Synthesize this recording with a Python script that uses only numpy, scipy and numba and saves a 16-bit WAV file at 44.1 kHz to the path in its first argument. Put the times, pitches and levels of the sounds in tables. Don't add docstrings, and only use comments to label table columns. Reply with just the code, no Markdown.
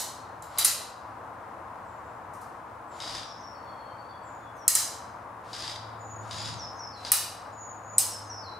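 import sys
import numpy as np
from scipy import signal
from scipy.fft import rfft, irfft
from scipy.io import wavfile
from scipy.ndimage import uniform_filter1d, minimum_filter1d
from numba import njit

SR = 44100
rng = np.random.default_rng(int(sys.argv[2]) if len(sys.argv) > 2 else 0)


def persist_wave(psi):
    counts = np.round(np.clip(psi, -1, 1) * 32767).astype(np.int16)
    wavfile.write(sys.argv[1], SR, np.atleast_2d(counts).T)


N = 378819
T = np.arange(N) / SR
FREQ = np.maximum(np.arange(N // 2 + 1) * SR / N, 1)
GLIDE_SHARE = .26


def undb(db):
    return 10 ** (np.asarray(db) / 20)


def unit(x):
    return x / np.sqrt(np.mean(x ** 2))


def spectrum(points):
    hz, value = np.transpose(points)
    return np.interp(np.log(FREQ), np.log(hz), value)


def resonance(hz, width_hz):
    return 1 / (1 + 1j * (FREQ / hz - hz / FREQ) * hz / width_hz)


def colour(x, response):
    power = np.mean(np.abs(response) ** 2)
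    return irfft(rfft(x) * response / np.sqrt(power), N)


def noise(response):
    return unit(colour(rng.standard_normal(N), response))


def walk(rate):
    return noise(np.exp(-(FREQ / rate) ** 2))


def stereo(mid, side):
    return np.array([mid + side, mid - side])


def pair(size, response, side_db, grain=1):
    hz = np.arange(size // 2 + 1) * SR / size
    shape = unit(np.interp(hz, FREQ, response))
    mid, side = rfft(grain * rng.standard_normal((2, size))) * shape
    side_gain = undb(np.interp(hz, FREQ, np.broadcast_to(side_db, FREQ.shape)))
    return stereo(mid, side * side_gain), hz


def add(out, sound, start):
    i = int(round(start * SR))
    a, b = max(i, 0), min(i + sound.shape[-1], N)
    if b > a:
        out[..., a:b] += sound[..., a - i:b - i]


def scatter(response, side_db, grain_db=0.5, build_s=0.0013):
    # frequency in Hz, time to fall by 60 dB in s.
    wood_t60 = [(1000, 0.45), (2500, 0.67), (4500, 0.62), (7000, 0.49), (10000, 0.41), (15000, 0.27)]
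    size = 2 ** 16
    steps_db = grain_db * np.repeat(rng.standard_normal(size // 32), 32)
    bins, hz = pair(size, response, side_db, unit(undb(steps_db)))
    t = T[:size]
    centres, t60s = np.transpose(wood_t60)
    echoes = 0
    for row, t60 in zip(np.eye(len(t60s)), t60s):
        share = np.interp(hz, centres, row)
        echoes = echoes + irfft(bins * share) * np.exp(-np.log(1000) * t / t60)
    return echoes * (1 - np.exp(-t / build_s))


def wood(x, side_db):
    echoes = scatter(np.ones(len(FREQ)), side_db)
    echoes = echoes / np.sqrt(np.sum(echoes ** 2) / 2)
    return signal.fftconvolve(x[None], echoes, axes=1)[:, :N]


def air(dip_hz=392, dip_width_hz=50, dip_depth=1.0, level_db=-42.5, swell_db=-0.5):
    # frequency in Hz, relative level in dB per Hz.
    wash_colour = [(25, -22.5), (50, -14), (85, -0.5), (150, -8), (330, -5), (500, -3.5), (700, 0),
                   (1020, 2.5), (1500, -7), (2200, -19), (3200, -30), (5000, -34.5), (10000, -38),
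                   (15500, -45.5)]
    # frequency in Hz, side minus mid in dB.
    wash_side = [(60, -17.5), (130, -18.5), (280, -17), (600, -9), (1200, -6), (3000, -5), (12000, -0.5)]
    # frequency in Hz, left minus right in dB.
    wash_pan = [(100, 0), (280, -0.2), (550, 1), (1100, 4.5), (3000, 2), (12000, 0)]
    hollow = np.abs(1 - dip_depth * resonance(dip_hz, dip_width_hz))
    response = undb(spectrum(wash_colour)) * hollow
    mid, side = rfft(rng.standard_normal((2, N)))
    pan = undb(spectrum(wash_pan) * np.array([[.5], [-.5]]))
    wash = irfft(stereo(mid, side * undb(spectrum(wash_side))) * response * pan, N)
    return unit(wash) * undb(level_db + swell_db * walk(3.7))


def engine(waver=.012, fading_db=1.0):
    # centre in seconds, half-width in seconds, level in dB.
    tone_swells = [(6.15, 0.44, -52), (6.9, 1.75, -62), (8.25, .22, -52.5)]
    firing_hz, drop_hz, pass_s, turn_s = 113.3, 14, 7.1, 2.3
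    hz = firing_hz - drop_hz * (1 + np.tanh((T - pass_s) / turn_s)) / 2
    phase = np.cumsum(hz * (1 + waver * walk(8))) / SR
    gain = undb(-62)
    for centre, half_width, db in tone_swells:
        gain = gain + undb(db) * np.exp(-((T - centre) / half_width) ** 2)
    tone = np.sqrt(2) * np.sin(2 * np.pi * phase) * gain * undb(fading_db * walk(5.5))
    low = np.abs(resonance(100, 50)) ** 2 + undb(-7.0) * np.abs(resonance(180, 65.6)) ** 2
    peak_s, peak_db, rise_db_per_s, fall_db_per_s = 6.52, -45, 33.5, 66
    rumble_db = peak_db - np.maximum(rise_db_per_s * (peak_s - T), fall_db_per_s * (T - peak_s))
    return tone + stereo(noise(low), undb(-4.5) * noise(low)) * undb(rumble_db)


def songs():
    # seconds into the song, length in seconds,
    # start in Hz, end in Hz, level in dB.
    song_notes = [(0, .26, 6950, 6780, -46.5), (0.313, .18, 6690, 6924, -45), (.56, .14, 6500, 5160, -42.5),
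                  (.748, .15, 6560, 5210, -45.5), (.905, .125, 4720, 3980, -47.5)]
    # start in seconds, level in dB added to the notes, time stretch.
    singings = [(5.987, -.5, 1.024), (7.513, 0, .999)]
    notes = []
    for start, db, stretch in singings:
        for lag, length, from_hz, to_hz, note_db in song_notes:
            note_start, glide_s = start + stretch * lag, GLIDE_SHARE * length
            notes.append((note_start, stretch * length, from_hz, to_hz, glide_s, db + note_db))
    return notes


def slur(start, hz, db, fall_hz=1070):
    length_s, glide_s = 0.16, 0.045
    return start, length_s, hz + fall_hz, hz, glide_s, db


def trill(count=6, note_s=.07, fall=.02, db=-58.5):
    # time in seconds, pitch in Hz.
    run_pitch = [(3.54, 4456), (3.74, 4320), (3.92, 4436), (4.07, 4530)]
    s, hz = np.transpose(run_pitch)
    starts = np.linspace(s[0], s[-1], count)
    pitches = np.interp(starts, s, hz)
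    return [(start, note_s, pitch * (1 + fall), pitch, GLIDE_SHARE * note_s, db)
            for start, pitch in zip(starts, pitches)]


def chatter(count=5, span_s=(3.55, 4.65), range_hz=(3093, 3440), fall_hz=328, db=-66):
    when, pitch = rng.random((count, 2)).T
    starts = np.interp(np.arange(count) + when, [0, count], span_s)
    pitches = np.interp(pitch, [0, 1], range_hz)
    return [slur(start, hz, db, fall_hz) for start, hz in zip(starts, pitches)]


def bird(waver=0.0038, flutter_db=3, direct_db=-3, echo_db=-3, near_db=-42, distance_slope=0.29):
    # start in seconds, end pitch in Hz, level in dB.
    far_slurs = [(1.82, 7100, -70.5), (1.99, 7150, -71), (2.865, 6950, -58.5), (3.19, 5410, -54.5),
                 (3.24, 5020, -58), (3.371, 5350, -54), (4.215, 6820, -59.5), (4.538, 5450, -57.5)]
    song, direct = np.zeros(N), np.zeros(N)
    drift, flutter = walk(94.4), undb(flutter_db * walk(37))
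    notes = songs() + [slur(*row) for row in far_slurs] + trill() + chatter()
    for start, length, from_hz, to_hz, glide_s, db in notes:
        t = T[:int(length * SR)]
        glide_hz = to_hz + (from_hz - to_hz) / (1 + (t / glide_s) ** 3)
        hz = glide_hz * (1 + waver * np.interp(start + t, T, drift))
        swell = np.abs(np.sin(np.pi * t / length))
        note = undb(db) * swell * np.sqrt(2) * np.sin(2 * np.pi * np.cumsum(hz) / SR)
        add(song, note, start)
        add(direct, note * undb(direct_db + distance_slope * (db - near_db)), start)
    return direct * flutter + undb(echo_db) * wood(song * flutter, side_db=-7.0)


def gun(clack_s=0.0028, wind_up_s=0.092, wind_up_db=-14, loaded_db=-2, whirr_db=-18, rattle_db=-11,
        latch_db=-1, echo_db=-2, pan_db=1.5):
    # first shot in seconds, level in dB, number of shots.
    bursts = [(3.003, -33.5, 3), (5.531, -33.5, 3), (6.3105, -34, 3), (7.0495, -33, 1), (.5755, -33, 1)]
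    # seconds after the piston slams, level in dB added to the burst's.
    cycle = [(0, 2), (0.019, -0.5), (.033, -4.5)]
    # frequency in Hz, relative level in dB.
    gun_colour = [(700, -10.5), (1700, -4.5), (2600, -10.5), (3900, 2.5), (4330, -5.5), (4850, 6),
                  (5700, -6.5), (7500, -12), (10500, -17.5), (14500, -46)]
    # frequency in Hz, relative level in dB.
    gear_colour = [(800, -16), (1900, -2), (2800, -2), (4600, -0.5), (6000, -4.5), (8500, -7.5),
                   (11000, -13), (14500, -27)]
    shot_gap_s = .0735
    latch_s = 0.082
    clacks, whirr, rattle = np.zeros(N), np.zeros(N), np.zeros(N)
    clack = np.exp(-T[:SR // 20] / clack_s)
    for start, db, count in bursts:
        shots = start + shot_gap_s * np.arange(round(count))
        for shot in shots:
            for lag, part_db in cycle:
                add(clacks, undb(db + part_db) * clack, shot + lag)
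        stop = shots[-1] + latch_s
        add(clacks, undb(db + latch_db) * clack, stop)
        load_times = [start - wind_up_s, start, start + 0.012, stop - .05, stop]
        load_db = np.interp(T, load_times, [wind_up_db, loaded_db, 0, 0, -9])
        running = undb(db + load_db) * (T > start - wind_up_s) * (T < stop)
        whirr += undb(whirr_db) * running
        rattle += undb(rattle_db) * running * (T > start)
    uneven_rattle = rattle * undb(2.2 * walk(150))
    force = np.hypot(clacks, uneven_rattle) * rng.standard_normal(N)
    dry = colour(force, undb(spectrum(gun_colour))) + whirr * noise(undb(spectrum(gear_colour)))
    direct = dry * undb([[pan_db], [-pan_db]])
    return direct + undb(echo_db) * wood(dry, side_db=-4.5)


def pellets(crack_width_hz=6500, mode_width_hz=200, ripple_db=4.0, rise_s=0.000292, contact_s=0.0015,
            crack_body_db=-10, crack_side_db=-6, echo_focus=0.46, echo_mode=0.45, thump_hz=4500,
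            distance_slope=.2):
    # start in seconds, echo level in dB, squareness from 0 glancing to
    # 1 head-on, strongest mode in Hz, strength of the board's body in dB.
    hits = [(-.035, -27, 0.62, 6940, 0), (.423, -50.5, 1, 7240, 5), (0.5838, -24, .08, 10200, 5.5),
            (0.646, -20.5, 0.24, 8900, .5), (2.334, -57.5, .1, 8700, -7), (2.411, -56.5, .1, 8000, 0),
            (4.562, -66, .3, 8800, -1.5), (4.6795, -19, 0.94, 8300, -4.5),
            (4.7515, -21.5, 0.57, 7660, -1.5), (7.118, -19.5, 0.76, 10680, 1),
            (7.9819, -21.5, 0.97, 8040, -9)]
    # frequency in Hz, relative level in dB.
    board_treble = [(700, -33), (2600, -14), (4300, -19), (5900, -5.5), (7400, -3.5), (9300, -3.5),
                    (11500, -4), (13600, -6.5), (14800, -7.5), (16500, -25)]
    # centre in Hz, width in Hz, relative level in dB.
    board_modes = [(1230, 360, -10), (1880, 310, -10.5), (3070, 330, -12), (4000, 330, -5.5),
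                   (5110, 800, -5.5)]
    # frequency in Hz, side minus mid in dB.
    hit_side = [(1000, -9), (2500, -10.5), (5000, -8.5), (9000, -7.5), (13500, -4.5)]
    glancing_t60_s, head_on_t60_s = 0.1, .012
    glancing_crack_db, head_on_crack_db = 3.5, 15
    glancing_mode_db, head_on_mode_db = -6, 10
    near_hit_db, crack_hz = -19.5, 10400

    out, t = np.zeros((2, N)), T[:SR // 10]
    treble, side_db = undb(spectrum(board_treble)), spectrum(hit_side)
    low_modes = sum(np.abs(undb(db) * resonance(hz, width)) ** 2 for hz, width, db in board_modes) ** .5
    grid = np.arange(0, SR / 2, 90)
    for start, db, square, mode_hz, body_db in hits:
        t60 = glancing_t60_s * (head_on_t60_s / glancing_t60_s) ** square
        mode_db = glancing_mode_db + square * (head_on_mode_db - glancing_mode_db)
        over_echo_db = glancing_crack_db + square * (head_on_crack_db - glancing_crack_db)
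        crack_db = db + over_echo_db + distance_slope * (db - near_hit_db)
        focus = np.abs(resonance(np.sqrt(crack_hz * mode_hz), crack_width_hz))
        ripple = undb(ripple_db * np.interp(FREQ, grid, rng.standard_normal(len(grid))))
        mode = np.hypot(1, undb(mode_db) * np.abs(resonance(mode_hz, mode_width_hz)))
        body = low_modes * undb(body_db / (1 + (FREQ / thump_hz) ** 4))
        direct = ripple * np.hypot(treble * mode * focus ** 2, body * undb(crack_body_db))
        ring = irfft(pair(len(t), direct, side_db + crack_side_db)[0], len(t))
        decay = np.exp(-np.log(1000) * np.maximum(t - contact_s, 0) / t60)
        fade = (1 - np.exp(-t / rise_s)) * decay
        crack = unit(ring * fade) * np.sqrt(np.mean(fade ** 2))
        add(out, undb(crack_db) * crack, start)
        radiated = ripple * np.hypot(treble * mode ** echo_mode * focus ** echo_focus, body)
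        add(out, undb(db) * scatter(radiated, side_db), start)
    return out


def scene():
    return pellets() + gun() + bird() + engine() + air()


@njit
def peak_hold(x, release):
    held, e = np.empty(len(x)), 0.
    for i in range(len(x)):
        e = max(x[i], e * release)
        held[i] = e
    return held


def record(dry, ceiling=0.84, release_s=.35, top_hz=15650):
    held = peak_hold(np.max(np.abs(dry), axis=0), np.exp(-1 / (release_s * SR)))
    needed_gain = ceiling / np.maximum(held, ceiling)
    gain = uniform_filter1d(minimum_filter1d(needed_gain, size=128), size=128)
    top_cut = signal.ellip(8, .2, 70, top_hz, fs=SR, output="sos")
    return signal.sosfilt(top_cut, dry * gain)


dry = scene()
out = record(dry)
persist_wave(out)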